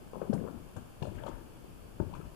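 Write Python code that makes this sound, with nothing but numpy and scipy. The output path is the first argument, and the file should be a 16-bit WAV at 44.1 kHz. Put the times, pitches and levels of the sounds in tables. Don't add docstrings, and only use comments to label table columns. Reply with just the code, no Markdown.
import sys
import numpy as np
from scipy import signal
from scipy.fft import rfft, irfft, next_fast_len
from scipy.io import wavfile
from scipy.ndimage import map_coordinates

SR = 44100
rng = np.random.default_rng(int(sys.argv[2]) if len(sys.argv) > 2 else 0)


def to_wav(sig):
    pcm = np.clip(np.atleast_2d(sig), -1, 1) * 32767
    pcm = np.round(pcm).astype(np.int16)
    wavfile.write(sys.argv[1], SR, pcm.T)


def rack_gain(trim_db):
    fader = np.asarray(trim_db, float)
    return 10 ** (fader / 20)


N = 103635


def unit(x):
    return x / np.sqrt(np.mean(x ** 2) + 1e-20)


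def along(points, hz):
    f, value = np.transpose(points)
    return np.interp(np.log(hz + 1), np.log(f + 1), value)


def filtered(x, response):
    m = next_fast_len(N + 8192)
    return irfft(rfft(x, m) * response(np.fft.rfftfreq(m, 1 / SR)), m)[..., :N]


def noise(response, channels=1):
    m = next_fast_len(N + 8192)
    spectrum = rfft(rng.standard_normal((channels, m)))
    coloured = irfft(spectrum * response(np.fft.rfftfreq(m, 1 / SR)), m)[:, :N]
    return np.array([unit(c) for c in coloured])


def wobble(rate_hz):
    knots = rng.standard_normal(int(N * rate_hz / SR) + 4)
    return map_coordinates(knots, [np.arange(N) * rate_hz / SR])


def bursts(start_s, gain, hz, swell_s, size):
    t = np.arange(size) / SR
    u = t / swell_s[:, None]
    envelope = gain[:, None] * u * np.exp(1 - u)
    rows = envelope * np.sin(2 * np.pi * hz[:, None] * t)
    first = np.clip(np.round(start_s * SR).astype(int), 0, N)
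    at = first[:, None] + np.arange(size)
    return np.bincount(at.ravel(), rows.ravel(), N + size + 1)[:N]


# time in seconds, pressure in dB.
PRESSURE = [(0, -56.5), (.12, -56), (.14, -67), (.2, -60), (.33, -39.5), (.48, -48.5), (.62, -53.5),
            (.97, -79), (1.03, -45.5), (1.13, -49), (1.23, -49.5), (1.28, -46.5), (1.36, -56), (1.6, -59.5),
            (1.98, -59.5), (2.02, -56.5), (2.2, -49.5), (2.35, -62.5)]


def rubble():
    stones, middle_hz, spread, cycles = 3000, 294, 0.677, 2.7
    size_db, tilt = 1.8, 0.092
    rumble_db, rumble_hz, rumble_growth = -49, 55, 0.19
    pressure_db = np.interp(np.arange(N) / SR, *np.transpose(PRESSURE))

    when, pitch = rng.random(stones), rng.standard_normal(stones)
    size = rng.exponential(size=stones)
    hz = np.clip(middle_hz * np.exp(spread * pitch), 90, 3000)
    gain = rack_gain(size_db * size) * (middle_hz / hz) ** tilt
    grind = unit(bursts(when * N / SR, gain, hz, cycles / hz / 2, size=2400))

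    rumble = noise(lambda hz: hz / (1 + (hz / rumble_hz) ** 3) / (hz + 15))[0]
    swing_db = rumble_growth * (pressure_db - pressure_db.mean()) + 3 * wobble(6.74)
    return rack_gain(pressure_db + 5) * grind + rack_gain(rumble_db + swing_db) * rumble


# frequency in Hz, gain in dB.
AIR_COLOUR = [(22, 24), (40, -1), (150, -29), (380, 4), (800, -16), (2000, -16), (6000, -37)]


def murmur():
    level_db = -52 + 0.52 * wobble(7.8)
    return rack_gain(level_db) * noise(lambda hz: rack_gain(along(AIR_COLOUR, hz)))[0]


STEP_HZ = 1955.7

STEPPED_DB = [-53, -53.5]
# frequency in Hz, gain in dB.
STEPPED_COLOUR = [(20, 2.5), (60, -1), (150, -0.5), (400, -7), (1000, -11.5), (3000, -15.5), (8000, -23),
                  (15000, -16)]
HISS_DB = [-64, -67.5]
# frequency in Hz, gain in dB.
HISS_COLOUR = [(200, 15), (4000, -6), (5800, -4), (6800, 1), (7950, -5.5), (8800, 0.5), (12000, 1.5),
               (15000, -12.5)]
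# pitch in Hz, left level in dB rms, right level in dB rms.
WHINE = [(1956, -89, -110), (5867, -87, -110), (7704, -96, -101), (7763, -89.5, -96), (7822, -85, -90.5),
         (7881, -84.5, -92), (7940, -96, -102), (9777, -83, -110), (9836, -79, -100), (11795, -89, -105)]


def electronics():
    notch_width, drift_rad = 0.48, 0.61

    def stepped_gain(hz):
        return rack_gain(along(STEPPED_COLOUR, hz)) * abs(np.sinc(hz / STEP_HZ)) ** notch_width

    stepped = noise(stepped_gain, channels=2)
    hiss = noise(lambda hz: rack_gain(along(HISS_COLOUR, hz)), channels=2)
    hz, *whine_db = np.transpose(WHINE)
    drift = drift_rad * wobble(6.5) * hz[:, None] / 8000
    turns = hz[:, None] * np.arange(N) / SR + rng.random((len(hz), 1))
    lines = np.sqrt(2) * np.sin(2 * np.pi * turns + drift)
    whine = rack_gain(np.array(whine_db)) @ lines
    return rack_gain(STEPPED_DB)[:, None] * stepped + rack_gain(HISS_DB)[:, None] * hiss + whine


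# start in seconds, peak in dB, pitch in Hz, swell in ms.
THUDS = [(0.105, -58, 60, 3.4), (0.3375, -25.5, 129, 4.3), (0.563, -36.5, 43.5, 5.7),
         (0.7676, -29, 104, 5.3), (0.992, -35, 44, 6.8), (1.0194, -23, 141.4, 3.1),
         (1.0787, -29.5, 101, 5.3), (1.156, -35.5, 57, 14), (1.178, -28.5, 40, 5.3),
         (1.214, -40, 44.7, 8.5), (1.236, -42.5, 160, 4.5), (1.321, -33, 37.2, 18), (1.987, -36, 58.4, 3.8),
         (2.0006, -15, 240, 0.82), (2.0106, -16, 98, 1.73), (2.067, -46, 111, 1.2), (2.266, -36.5, 87, 5.6),
         (2.241, -34, 55, 12.6)]
# start in seconds, peak in dB, pitch in Hz, swell in ms.
STONES = [(.133, -31, 472, 1.64), (0.1565, -32, 515, 1), (.2158, -21, 498, 1.57), (.239, -34.5, 422, 2.9),
          (.2915, -30.5, 376, 4.1), (.2948, -17, 223, 4.5), (.314, -27, 230, 0.97),
          (0.3295, -20.5, 491, 2.03), (0.3383, -20.5, 228, 1), (0.3464, -21, 195, 2.15),
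          (.357, -35, 375, 2.6), (.378, -30, 186, 7.4), (.407, -36.5, 274, 7.5), (0.4404, -26, 333, 1.04),
          (0.476, -38, 1050, 1.64), (1.019, -29, 403, 1.33), (1.026, -34, 860, 2), (1.0513, -34, 564, 2.45),
          (1.068, -35.5, 593, 4.2), (1.237, -34.5, 545, 2.85), (1.2635, -28.5, 576, 1.95),
          (1.279, -34, 910, 2.2), (2.0037, -24, 339, 1.8), (2.005, -34.5, 620, 1.9), (2.137, -35, 973, 2.1),
          (2.21, -46.5, 1330, 2.2), (2.151, -39, 1180, 1.04), (1.2368, -43, 3270, 0.52),
          (1.025, -49, 2780, 1.5)]


def knocks():
    partner_db, partner_fall_db, partner_ratio, partner_spread = -20, 4, 1.6, 0.4
    start_s, db, hz, swell_ms = np.transpose(STONES + THUDS)
    out = bursts(start_s, rack_gain(db), hz, swell_ms / 1000, size=5000)
    offsets = rng.uniform(-1.15, 1.576, (len(start_s), 4))
    delays = rng.random((len(start_s), 4))
    for offset, delay in zip(offsets.T, delays.T):
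        partner_s = start_s + 1.705 * delay * swell_ms / 1000
        gain = rack_gain(db + partner_db - partner_fall_db * offset)
        partner_hz = hz * partner_ratio * np.exp(partner_spread * offset)
        out += bursts(partner_s, gain, partner_hz, swell_ms / 1500, size=3000)
    return out


# start in seconds,
# length in seconds, level in dB, middle pitch in Hz.
GRIT = [(0.131, 0.073, -50.5, 910), (0.137, 0.066, -44.5, 206), (0.326, 0.042, -59.5, 1370),
        (0.446, 0.077, -59, 950), (1.019, 0.026, -43.5, 730), (.214, 0.013, -60, 1850),
        (0.33, 0.0062, -49, 1450), (0.219, 0.046, -51, 925), (0.211, 0.04, -54, 239),
        (0.466, 0.029, -52, 1155), (0.763, 0.02, -50, 1204), (0.77, 0.031, -45.5, 240),
        (1.024, 0.0082, -48.5, 3100), (1.179, 0.19, -59.5, 1614), (1.043, 0.03, -60.5, 3330),
        (1.148, 0.072, -63.5, 2660), (1.184, 0.008, -58, 2330), (.329, 0.012, -60.5, 2860),
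        (.76, 0.023, -46.5, 563), (0.763, 0.023, -62.5, 3140), (1.234, .03, -45, 767),
        (1.262, 0.059, -58, 634), (1.263, 0.043, -47.5, 1000), (1.265, 0.022, -56, 3160),
        (1.999, 0.023, -43.5, 657), (1.997, 0.0059, -45.5, 1160), (2.137, 0.0072, -55.5, 3200),
        (2.15, 0.048, -58.5, 1205), (2.151, 0.02, -61.5, 2700), (2.21, 0.013, -60, 1290),
        (0.331, 0.016, -56.5, 4780),
    (0.337, 0.017, -55.5, 8800),
    (0.765, 0.019, -60.5, 7260),
    (1.024, 0.034, -62.5, 6500),
    (1.07, 0.0093, -61.5, 7940),
    (1.15, 0.028, -67.5, 7000),
    (1.262, 0.028, -64, 7360),
    (1.286, 0.017, -64.5, 6000),
    (2.15, .03, -69.5, 6130),
]


def grit():
    grains, grains_per_s, cycles = 150, 9000, 4
    spread, size_db, fade = 0.3, 2, 0.45
    out = np.zeros(N)
    for start_s, length_s, db, middle_hz in GRIT:
        when, pitch = rng.random(grains), rng.uniform(-0.84, 1, grains)
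        size = rng.exponential(size=grains)
        hz = np.clip(middle_hz * np.exp(spread * pitch), 100, 15000)
        live = np.clip(grains_per_s * length_s + 6 - np.arange(grains), 0, 1)
        grain_s = start_s - np.log(1 - 0.95 * when) * fade * length_s
        ring = int(4 * cycles * SR / middle_hz)
        shower = bursts(grain_s, live * rack_gain(size_db * size), hz, cycles / hz / 3, size=ring)
        out += shower * rack_gain(db) * np.sqrt(length_s * SR / np.sum(shower ** 2))
    return out


# start in seconds, peak in dB, pitch in Hz, swell in ms.
MORE_STONES = [(.14, -51, 267, 2.3), (.166, -29.5, 378, 1.2), (.171, -37, 564, 1.7), (.194, -43, 810, 1.7),
               (.2225, -31, 260, 2), (.2285, -23.5, 340, 0.72), (.252, -43, 700, 1.2), (.319, -27.5, 230, 1.4),
               (.333, -36.5, 1000, 1.5), (.341, -35.5, 630, 1.2), (.346, -43, 965, 3), (.364, -39, 520, 1.3),
               (.372, -31, 203, 2.5), (.397, -33, 205, 6.4), (.4115, -30, 400, 1.8), (.449, -32.5, 475, 2.1),
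               (.455, -36.5, 376, 1.3), (.469, -39, 484, 1.5), (.385, -47, 535, 2.9), (.484, -37.5, 555, 1.9),
               (.497, -47, 756, 1.5), (.351, -30, 278, 2.3), (.542, -32.5, 252, 2.2), (.759, -39, 200, 2.4),
               (.476, -36.5, 700, 0.81), (1.024, -46, 1690, 1.4), (1.032, -27, 396, 1.1),
               (1.064, -40, 151, 4.3), (1.0803, -33.5, 214, 1.7), (1.0272, -32.5, 550, 0.56),
               (1.053, -48, 1340, 1.7), (1.085, -39, 560, 1), (1.117, -37.5, 324, 1.8), (1.191, -37.5, 323, 2),
               (1.222, -41, 600, 2.3), (1.268, -33.5, 860, 1.1), (1.276, -42, 427, 1),
               (1.284, -32.5, 513, 0.89), (1.29, -34.5, 305, 4), (1.2945, -40, 460, 2.1),
               (1.306, -35, 487, 0.81), (1.413, -41, 320, 3.6), (1.644, -41, 342, 1.8), (2.002, -34, 842, 1.64),
               (2.0015, -51, 1480, 0.74), (2.023, -28, 332, 1.4), (2.065, -31.5, 112, 2.6),
               (2.19, -37.5, 148, 4.3), (2.028, -30.5, 223, 2.4), (2.055, -38, 300, 1.8),
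               (2.128, -42.5, 780, 1.8), (2.2, -37, 394, 2.8)]


def more_knocks():
    start_s, db, hz, swell_ms = np.transpose(MORE_STONES)
    return bursts(start_s, rack_gain(db), hz, swell_ms / 1000, size=2000)


# frequency in Hz, 60 dB decay time in seconds.
TUNNEL_DECAY = [(100, 1), (400, 0.44), (1500, 0.83), (6000, 0.29)]


def tunnel(x):
    wall_delay_s, hop = 0.012, SR // 8
    out = np.zeros(N + 2 * SR)
    for a in range(0, N, hop):
        hz, t, z = signal.stft(rng.standard_normal(SR // 2 + SR // 4), SR, nperseg=256)
        decay = rack_gain(-60 * t / along(TUNNEL_DECAY, hz)[:, None])
        tail = signal.istft(z * decay, SR, nperseg=256)[1]
        wet = signal.fftconvolve(x[a:a + hop], tail / np.linalg.norm(tail))
        out[a + int(wall_delay_s * SR):][:len(wet)] += wet
    return out[:N]


def scene():
    hits = knocks() + more_knocks() + grit()
    left = hits + rack_gain(-10) * tunnel(hits) + rubble() + murmur()
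    return np.array([left, np.zeros(N)])


def microphone(hz):
    low_cut_hz, port_hz, port_width_hz, port_gain = 61, 1790, 270, 0.27
    z = np.exp(-2j * np.pi * hz / STEP_HZ) * np.clip(hz / 1000 - 0.5, 0, 1)
    dips = (1 - 0.8 * z) / (1 - 0.55 * z)
    damping = 1j * hz * port_width_hz
    port = 1 + port_gain * damping / (port_hz ** 2 - hz ** 2 + damping)
    return 1j * hz / (low_cut_hz + 1j * hz) * dips * port


def top_cut(hz):
    top_hz, slope_hz = 15270, 120
    return 1 / (1 + np.exp(np.clip((hz - top_hz) / slope_hz * 4, -50, 50)))


def roll_off(x):
    return signal.sosfilt(signal.butter(12, 15490, fs=SR, output="sos"), x)


def record(dry):
    mix = filtered(filtered(dry, microphone) + electronics(), top_cut)
    return roll_off(mix)


dry = scene()
out = record(dry)
to_wav(out)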